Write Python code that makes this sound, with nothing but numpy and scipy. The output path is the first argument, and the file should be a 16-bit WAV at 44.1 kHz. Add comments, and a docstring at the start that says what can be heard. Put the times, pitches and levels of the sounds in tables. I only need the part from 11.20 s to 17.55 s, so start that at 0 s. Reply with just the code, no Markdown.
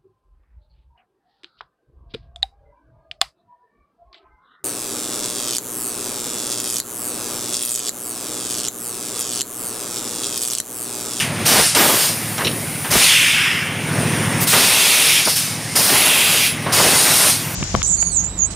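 """A fading hiss and muffler roar open the scene: a pneumatic bottle-blowing machine in a hard-walled workshop.
Its valves release jets of coloured noise; gliding noise bands make the mufflers roar and the jets whistle.
The carriage rumbles in shaped noise, the frame knocks in short noise bursts, and a plastic bottle clatters.
Behind it an air compressor throbs as a sum of turning-rate multiples, over the noise of fans and shop.
One small microphone feeds both channels."""
import sys
import numpy as np
from scipy import signal
from scipy.fft import rfft, irfft, next_fast_len
from scipy.io import wavfile
from scipy.ndimage import uniform_filter1d

SR = 44100
rng = np.random.default_rng(int(sys.argv[2]) if len(sys.argv) > 2 else 0)


def materialize(psi):
    """Save the field psi as 16-bit PCM at rate SR to the path in sys.argv[1].

    A 1-D psi becomes a single channel; in a 2-D psi each row is a channel.
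    """
    bounded = np.clip(np.atleast_2d(psi).T, -1, 1)
    quanta = np.round(bounded * 32767).astype(np.int16)
    wavfile.write(sys.argv[1], SR, quanta)


N = 279989  # length in samples


def from_db(db):
    """Amplitude factor for a level in dB."""
    return 10 ** (np.asarray(db) / 20)


def rms_one(x):
    """Scale a signal to rms 1."""
    return x / np.sqrt(np.mean(x ** 2) + 1e-20)


def seconds():
    """The time of every sample."""
    return np.arange(N) / SR


def in_time(rows):
    """Each column of a curve, joined by straight lines, at every sample."""
    s, *columns = np.transpose(rows)
    return [np.interp(seconds(), s, column) for column in columns]


def drift(hz):
    """Slow chance with rms 1, weaker above the given rate; drawn at every 40th sample."""
    coarse = np.arange(0, N + 40, 40)
    rates = np.fft.rfftfreq(len(coarse), coarse[1] / SR)
    smooth = 1 / (1 + (rates / hz) ** 2)
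    slow = irfft(rfft(rng.standard_normal(len(coarse))) * smooth, len(coarse))
    return np.interp(np.arange(N), coarse, rms_one(slow))


def noise(spectrum, band=(0, np.inf)):
    """Noise of a given colour, with rms 1 inside the band."""
    size = next_fast_len(N, True)
    hz = np.fft.rfftfreq(size, 1 / SR)
    points, db = np.transpose(spectrum)
    colour = from_db(np.interp(np.log(hz + 1), np.log(points), db))
    low_fade = hz / (hz + points[0] / 2)
    bins = rfft(rng.standard_normal(size)) * colour * low_fade
    inside = irfft(bins * (hz >= band[0]) * (hz < band[1]), size)
    return irfft(bins, size)[:N] / np.std(inside)


def resonate(x, modes):
    """Parallel two-pole resonances, each with its peak gain near its dB value."""
    out = 0
    for hz, width_hz, db in modes:
        r = np.exp(-np.pi * width_hz / SR)
        zeros = np.array([1, 0, -1]) * (1 - r * r) / 2
        poles = [1, -2 * r * np.cos(2 * np.pi * hz / SR), r * r]
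        out = out + from_db(db) * signal.lfilter(zeros, poles, x + 1e-18)
    return out


def cut(x, hz, kind, order=2):
    """Butterworth filter."""
    sos = signal.butter(order, np.clip(hz, 10, .45 * SR), kind, fs=SR, output="sos")
    return signal.sosfilt(sos, x)


def gliding_band(hz, width_hz, order=2):
    """Turbulence in a resonance whose centre moves: low noise shifted up to a phase; rms 1."""
    real, imaginary = cut(rng.standard_normal((2, N)), width_hz / 2, "low", order=order)
    phase = 2 * np.pi * np.cumsum(hz) / SR
    return rms_one(real * np.cos(phase) + imaginary * np.sin(phase))


def gate(start, end, attack_s, t60):
    """Fully open at the start, dying away after the end by 60 dB in t60 seconds."""
    out = np.zeros(N)
    first = max(0, int((start - attack_s) * SR))
    at = np.arange(first, min(N, int((end + 1.5 * t60) * SR)))
    t = at / SR
    rise = np.clip((t - start) / attack_s + 1, 0, 1)
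    out[at] = rise * np.exp(-np.log(1000) * np.maximum(t - end, 0) / t60)
    return out


def gate_rows(rows, attack_s, t60):
    """A gate held open from the first to the last row of a table."""
    return gate(rows[0][0], rows[-1][0], attack_s, t60)


def reflections(x, longest_s, echo_db, count=10):
    """Nearby steel panels return faint copies that ripple the spectrum."""
    out, gain = x.copy(), from_db(echo_db)
    for share in rng.uniform(.1, 1, count):
        lag = 1 + int(share * longest_s * SR)
        out[lag:] += gain * x[:-lag]
    return out / np.sqrt(1 + count * gain ** 2)


def flecks(x, depth_db, size):
    """A turbulent jet's colour keeps shifting: narrow bands flare and fade."""
    cells = signal.stft(x, nperseg=512)[2]
    patch = rng.standard_normal(cells.shape)
    for _ in range(2):
        patch = uniform_filter1d(patch, size=3, axis=0)
        patch = uniform_filter1d(patch, size, axis=1)
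    flickering = signal.istft(cells * from_db(depth_db * rms_one(patch)))[1][:N]
    return np.std(x) * rms_one(flickering)


def ringing(bursts, modes):
    """Resonances excited by noise, let out in dying bursts."""
    push = sum(from_db(db) * gate(s + 0.0022, s, attack_s=0.0024, t60=t60) for s, db, t60 in bursts)
    return push * rms_one(resonate(rng.standard_normal(N), modes))


def tone(rows, width_hz):
    """A noisy, loosely pitched note."""
    hz, db = in_time(rows)
    return from_db(db) * gate_rows(rows, attack_s=.02, t60=0.2) * gliding_band(hz, width_hz)


TURN_S = 0.07254  # one turn of the compressor
FIRST_ORDER, LAST_ORDER = 7, 60  # multiples of the turning rate
# The multiples above the table: relative level of the first, and the slope from there
OVERTONE_DB, OVERTONE_DB_PER_OCTAVE = -10, -12.5
# The compressor's lowest multiples, from FIRST_ORDER upwards. Each entry: relative level in dB.
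ORDER_DB = [-6, -0.5, -15, -6, 1.5, -9.5, -4, -5.5, -29, -6.5, -6.5]
# Beats within every turn, which set the phases. Each row: seconds into the turn, weight in dB, centre in Hz.
STROKES = [(0.0315, 3.5, 113), (0.0505, -7, 205), (0.0588, -6, 245), (0.0047, -9.5, 190)]


def compressor():
    """Multiples of the turning rate, phased by four strokes, throb; the room smears them and a leak spits in step."""
    orders = np.arange(FIRST_ORDER, LAST_ORDER + 1)
    hz, higher = orders / TURN_S, orders[len(ORDER_DB):]
    overtones_db = OVERTONE_DB + OVERTONE_DB_PER_OCTAVE * np.log2(higher / higher[0])
    levels_db = np.concatenate([ORDER_DB, overtones_db])
    beats = 0
    for s, db, centre in STROKES:
        weight = from_db(db) / (1 + (hz / centre - centre / hz) ** 2 * 2)
        beats = beats + weight * np.exp(-2j * np.pi * hz * s)
    # chance phases grow with the order
    smear = rng.standard_normal(len(orders)) * (orders / 22) ** 4
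    phases = np.angle(beats) + smear
    turn = np.linspace(0, TURN_S, 2048)
    cycle = from_db(levels_db) @ np.cos(2 * np.pi * np.outer(hz, turn) + phases[:, None])
    thump = rms_one(np.interp(seconds() % TURN_S, turn, cycle))
    pulse_db = 2.0 * np.cos(2 * np.pi * (seconds() - .068) / TURN_S)
    spit = from_db(pulse_db) * gliding_band(np.full(N, 9300), width_hz=1200)
    return thump * from_db(0.97 * drift(9.4)) + from_db(-8.5) * spit


# Levels when the throb is at -30 dB (the rush before its low cut), and their shares of the throb's swing in dB
SHOP_DB, SHOP_FOLLOWS = -29, 0.84
RUMBLE_DB, RUMBLE_FOLLOWS = -36, .5
# The level of the throb, which the shop's rush and rumble partly follow; it swells and sinks and is lowest
# during many blasts. Each row: time in seconds, level in dB.
THROB_LEVEL = [(0, -30.5), (0.22, -25.5), (0.3, -35), (0.82, -38.5), (0.92, -31.5), (1.68, -31.5),
               (1.85, -36), (2.2, -33), (2.58, -28.5), (2.8, -21), (3.23, -21.5), (3.33, -29), (3.6, -48),
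               (4.0, -37), (4.3, -32), (4.55, -32.5), (4.9, -41.5), (5.2, -34), (5.45, -27), (5.65, -30.5),
               (6.0, -41), (6.15, -30)]
# Colour of the fans' rush across the shop. Each row: frequency in Hz, relative density in dB.
SHOP_COLOUR = [(240, 6), (420, -1.5), (1030, -3.4), (1320, -5.5), (2250, -3.5), (4270, -16), (5210, -13.5),
               (7180, -18), (9160, -25), (10400, -20.5), (15400, -26)]
# Colour of the shop's low rumble. Each row: frequency in Hz, relative density in dB.
SHOP_BASS_COLOUR = [(20, -20), (45, -10), (75, -3), (120, 6), (190, 1), (330, -9), (600, -28)]


def background():
    """The compressor over the rush of oven fans and the low rumble of the shop, swelling together."""
    throb_db, = in_time(THROB_LEVEL)
    swing_db = throb_db + 30
    rush = cut(flecks(noise(SHOP_COLOUR), depth_db=1.5, size=10), 266, "high", order=3)
    shop = from_db(SHOP_DB + SHOP_FOLLOWS * swing_db) * rush
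    rumble = from_db(RUMBLE_DB + RUMBLE_FOLLOWS * swing_db) * noise(SHOP_BASS_COLOUR)
    return from_db(throb_db) * compressor() + shop + rumble


# A plastic bottle strikes. Each row: start in seconds, level before the treble cut in dB,
# 60 dB decay in seconds, top of the contact's brightness in Hz.
CLATTER = [(1.179, -22, 0.08, 8500), (1.246, -14.5, 0.12, 5900), (1.268, -9.5, 0.091, 4800),
           (1.312, -19, 0.034, 6000)]
# Resonances of the bottle's thin wall. Each row: centre in Hz, width in Hz, relative gain in dB.
BOTTLE_WALL = [(2970, 530, 2), (3880, 430, 2.5), (5430, 680, -1), (7000, 800, -2)]


def bottle():
    """A falling bottle's contacts sound its thin wall, each contact with its own upper limit."""
    out = 0
    for s, db, t60, top_hz in CLATTER:
        out = out + cut(ringing([(s, db, t60)], BOTTLE_WALL), top_hz, "low", order=6)
    return out


# Dry guides squeak, one table each. 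Each row: time in seconds, pitch in Hz, level in dB.
SQUEAKS = [
    [(4.475, 1866, -38), (4.5, 2080, -37), (4.525, 2150, -34)],
    [(5.685, 2570, -24), (5.705, 2560, -26)],
    [(5.745, 2065, -24), (5.765, 1960, -24)],
    [(6.055, 1065, -27), (6.08, 1080, -35)],
]


def squeaks():
    """Each dry guide gives one thin line that wavers in pitch and flutters in level."""
    out = 0
    for rows in SQUEAKS:
        hz, db = in_time(rows)
        wavering_hz = hz + 45 * drift(100)
        line = np.sqrt(2) * np.sin(2 * np.pi * np.cumsum(wavering_hz) / SR)
        out = out + from_db(db + 2 * drift(25)) * gate_rows(rows, attack_s=0.023, t60=0.083) * line
    return out


# Blows on the frame. Each row: start in seconds, level in dB, centre in Hz, 60 dB decay in seconds.
KNOCKS = [(0.208, -19.5, 238, 0.13), (0.308, -19, 449, 0.32), (0.549, -25, 2000, 0.046),
          (0.599, -18, 430, 0.28), (0.661, -18, 447, 0.14), (0.69, -17.5, 740, 0.27),
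          (0.738, -14.5, 300, 0.054), (0.84, -21, 1080, 0.05), (1.18, -22.5, 1380, 0.36),
          (1.194, -25, 1250, 0.15), (1.207, -19, 1360, 0.15), (1.237, -22.5, 300, 0.78),
          (1.645, -25, 1840, 0.33), (1.753, -12, 500, 0.056), (1.754, -14, 135, 0.08),
          (3.332, -15, 1540, 0.11), (4.06, -17.5, 746, 0.12), (4.074, -18.5, 940, 0.1),
          (4.718, -19, 270, 0.15), (5.461, -19.5, 1090, 0.6), (5.597, -14, 756, 0.18),
          (5.645, -12.5, 420, 0.15), (5.688, -22, 650, 0.08), (5.732, -14, 600, 0.06),
          (5.867, -18, 1300, 0.13), (5.919, -24.5, 130, 0.11)]


def knocks():
    """A blow wakes a dense band of noise around its centre; the workshop answers with a faint half-second tail."""
    out, t = np.zeros(N), np.arange(SR // 2) / SR
    for s, db, hz, t60 in KNOCKS:
        body = cut(rng.standard_normal(len(t)), [hz / 3.2, hz * 1.52], "band", order=2)
        decay = np.exp(-np.log(1000) * t / t60)
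        room_tail = from_db(-37.0) * np.exp(-np.log(1000) * t / .5)
        blow = from_db(db) * rms_one(body) * (decay + room_tail)
        at = int(s * SR)
        out[at:at + len(t)] += blow[:N - at]
    return out


# Carriage and turntable on the move, one table per travel. Each row: time in seconds, rumble level in dB.
TRAVELS = [
    [(0.262, -24.5), (0.405, -18.5), (0.47, -38)],
    [(0.56, -18), (0.618, -17.5), (0.9, -35.5)],
    [(1.716, -24), (1.744, -21), (1.92, -36.5)],
    [(3.335, -20.5), (3.45, -22), (3.55, -26.5), (4.02, -33)],
    [(4.565, -23.5), (4.675, -28.5), (4.721, -22.5), (5.0, -29.5), (5.14, -27), (5.22, -33.5)],
    [(5.53, -25.5), (5.644, -21.5), (5.686, -24), (6.102, -25), (6.13, -62)],
]
# Colour of the sliding steel. Each row: frequency in Hz, relative density in dB.
RUMBLE_COLOUR = [(25, -38), (60, -6), (110, -1), (300, 0.5), (700, 1.5), (2000, -2.5), (3500, -6),
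                 (7000, -16)]


def carriage():
    """Sliding steel rumbles and chatters on its guides: coloured noise with a fluttering level."""
    motion = sum(from_db(in_time(rows)[0]) * gate_rows(rows, attack_s=0.02, t60=0.26) for rows in TRAVELS)
    rumble = reflections(noise(RUMBLE_COLOUR, band=(300, 1400)), longest_s=.02, echo_db=-23.5)
    return motion * rumble * from_db(1.25 * drift(25))


# A thin leak while the machine waits. Each row: time in seconds, centre in Hz, level in dB.
LEAK = [(0.95, 9600, -33), (1.69, 9570, -31.5)]
# The last of the air sings through the port. Each row: time in seconds, centre in Hz, level in dB.
DREGS = [(2.05, 5030, -29), (2.25, 5170, -33), (2.42, 5180, -36.5)]
# The last jet's bright band sinks in pitch and swells. Each row: time in seconds, centre in Hz, level in dB.
SIZZLE = [(5.82, 13100, -25), (5.9, 12600, -23), (5.98, 10300, -18), (6.11, 9820, -16.5)]


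def broad_jets():
    """Leaking, dwindling and sizzling air as broad gliding bands of turbulence."""
    return tone(DREGS, width_hz=570) + tone(SIZZLE, width_hz=3800) + tone(LEAK, width_hz=1700)


# Edge tones of the jets, one table each. Each row: time in seconds, pitch in Hz, level in dB.
WHISTLES = [
    [(0, 11270, -30), (0.15, 11000, -52)],
    [(3.47, 11100, -30), (3.57, 11250, -27), (3.87, 11100, -24), (4.01, 11230, -28)],
    [(4.73, 11155, -26), (4.85, 11110, -18), (4.91, 11095, -30), (5.04, 11055, -26.5), (5.31, 10995, -27)],
    [(5.74, 10900, -30), (5.79, 11000, -24)],
    [(3.68, 9200, -29), (3.95, 9250, -32)],
]
# How wide each edge tone is. Each entry: width in Hz.
WHISTLE_WIDTHS = [60, 230, 55, 140, 170]


def whistles():
    """Jets striking edges whistle as narrow, wandering bands."""
    return sum(tone(rows, width_hz) for rows, width_hz in zip(WHISTLES, WHISTLE_WIDTHS))


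# Escaping air in the mufflers, one table per emptying. Each row: time in seconds, roar level in dB.
ROARS = [
    [(0.0, -18.5), (0.142, -44), (0.2, -36.5)],
    [(1.76, -23), (1.82, -18), (1.98, -14.5), (2.27, -17.5), (2.6, -31.5)],
    [(3.31, -27), (3.52, -19.5), (3.99, -18), (4.11, -37)],
    [(4.704, -24.5), (4.894, -18.3), (5.266, -21), (5.4, -42)],
]
# The muffler's moving note. Each row: time in seconds, centre in Hz.
ROAR_PITCH = [(0, 2600), (1.78, 2960), (2.0, 2705), (2.4, 2257), (3.3, 2964), (4.0, 3007), (5.3, 2883)]
# A narrow ridge gliding in the roar. Each row: time in seconds, centre in Hz.
RIDGE_PITCH = [(2.0, 2530), (2.35, 2166), (3.5, 2600), (3.8, 2405), (4.0, 2320), (4.8, 2760), (5.0, 2605)]
# Narrow resonances of the muffler shell. Each row: centre in Hz, width in Hz, relative gain in dB.
SHELL = [(2080, 80, -1), (2723, 35, 12), (3240, 50, -19)]


def mufflers():
    """Escaping air roars in a broad moving resonance, with a gliding ridge and a singing shell."""
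    flow = sum(from_db(in_time(rows)[0]) * gate_rows(rows, attack_s=0.025, t60=0.96) for rows in ROARS)
    broad = gliding_band(in_time(ROAR_PITCH)[0], width_hz=1760, order=3)
    roar = flecks(rms_one(cut(broad, 910, "high", order=5)), depth_db=1.5, size=10)
    ridge = gliding_band(in_time(RIDGE_PITCH)[0], width_hz=310)
    shell = rms_one(resonate(rng.standard_normal(N), SHELL))
    return flow * (roar + from_db(-8.0) * ridge + from_db(-11.5) * shell)


# Short puffs at a valve port. Each row: start in seconds, level in dB, 60 dB decay in seconds.
PUFFS = [(0.80, -24.5, 0.68), (0.88, -25, 0.27), (4.05, -15.5, 0.53), (4.558, -16.5, 1),
         (5.522, -17.5, 0.23)]
# Resonances of that port. Each row: centre in Hz, width in Hz, relative gain in dB.
PORT = [(5000, 250, 4), (5420, 270, -1), (9330, 440, 2.5)]


def puffs():
    """Short puffs of air sound the resonances of a valve port."""
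    return ringing(PUFFS, PORT)


# Jets of air, one table per valve opening. Each row: time in seconds, hiss level in dB,
# fizz above the hiss in dB.
EXHAUSTS = [
    [(0.0, -23.5, -9), (0.134, -44, -13.5), (0.25, -36, -11.5)],
    [(0.263, -17.5, -5.5), (0.473, -18.5, -12), (0.543, -26.5, -20)],
    [(0.558, -29, -6), (0.574, -20.5, -1), (0.86, -21.5, -5), (0.966, -35.5, 1), (1.45, -40.5, 2),
     (1.7, -44.5, 9.5)],
    [(1.714, -19.5, -6), (1.843, -16, -8.5), (2.249, -30, -9.5), (2.475, -41.5, -5.5), (2.58, -62, -16.5)],
    [(3.211, -30.5, 7), (3.241, -34.5, 12.5), (3.262, -51, 2.5)],
    [(3.277, -20, -2), (3.369, -18, -8), (3.975, -20, -7), (4.04, -23, -11)],
    [(4.054, -29, -4), (4.098, -19.5, -7), (4.15, -27, -5)],
    [(4.164, -21, -6), (4.401, -35, -12.5), (4.545, -32, -13.5)],
    [(4.563, -21.5, 0.5), (4.621, -20.5, -3), (5.27, -21.5, -5.5), (5.41, -50, -13.5)],
    [(5.532, -18, -7.5), (6.105, -18.5, -11.5), (6.237, -33, -1.5), (6.349, -48.5, 15)],
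]
# Colour of the hiss. Each row: frequency in Hz, relative density in dB.
HISS_COLOUR = [(300, -27), (800, -10), (1500, -6), (2600, -2), (4200, -0.5), (5000, 1), (6200, -1.5),
               (8000, -3), (9100, 3.5), (10200, -2.5), (11300, -7), (12300, -14), (16000, -35)]
# Colour of the fizz. Each row: frequency in Hz, relative density in dB.
FIZZ_COLOUR = [(9000, -6.5), (11000, -1), (12000, -3.5), (14000, -4), (15500, -7)]


def exhausts():
    """Each valve snaps open; its turbulent jet hisses, with a changing share of fizz on top."""
    jet = flecks(noise(HISS_COLOUR, band=(6500, 11000)), depth_db=1.7, size=12)
    fizz = flecks(noise(FIZZ_COLOUR, band=(11800, 15400)), depth_db=1.7, size=12)
    out = 0
    for rows in EXHAUSTS:
        hiss_db, fizz_db = in_time(rows)
        valve = gate_rows(rows, attack_s=.012, t60=.09)
        air = valve * from_db(hiss_db) * (jet + from_db(fizz_db) * fizz)
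        out = out + reflections(air, longest_s=.014, echo_db=-20)
    # one opening begins with a crack
    crack = from_db(-15.5) * gate(.5495, 0.55, attack_s=0.0014, t60=0.07) * jet
    return out + crack


def scene():
    """Shop, bottle, steel and air together, the same on both channels."""
    steel = squeaks() + knocks() + carriage()
    air = broad_jets() + whistles() + mufflers() + puffs() + exhausts()
    return np.tile(background() + bottle() + steel + air, (2, 1))


MIC_LOW_CUT_HZ, CUTOFF_HZ = 44, 15550


def record(dry):
    """One small microphone on both channels: no deep bass, rounded peaks, a steeply cut top."""
    rounded = 1.15 * np.tanh(cut(dry, MIC_LOW_CUT_HZ, "high", order=2) / 1.1)
    top_cut = signal.ellip(12, .1, 80, CUTOFF_HZ, fs=SR, output="sos")
    return signal.sosfilt(top_cut, rounded)


dry = scene()
out = record(dry)
materialize(out)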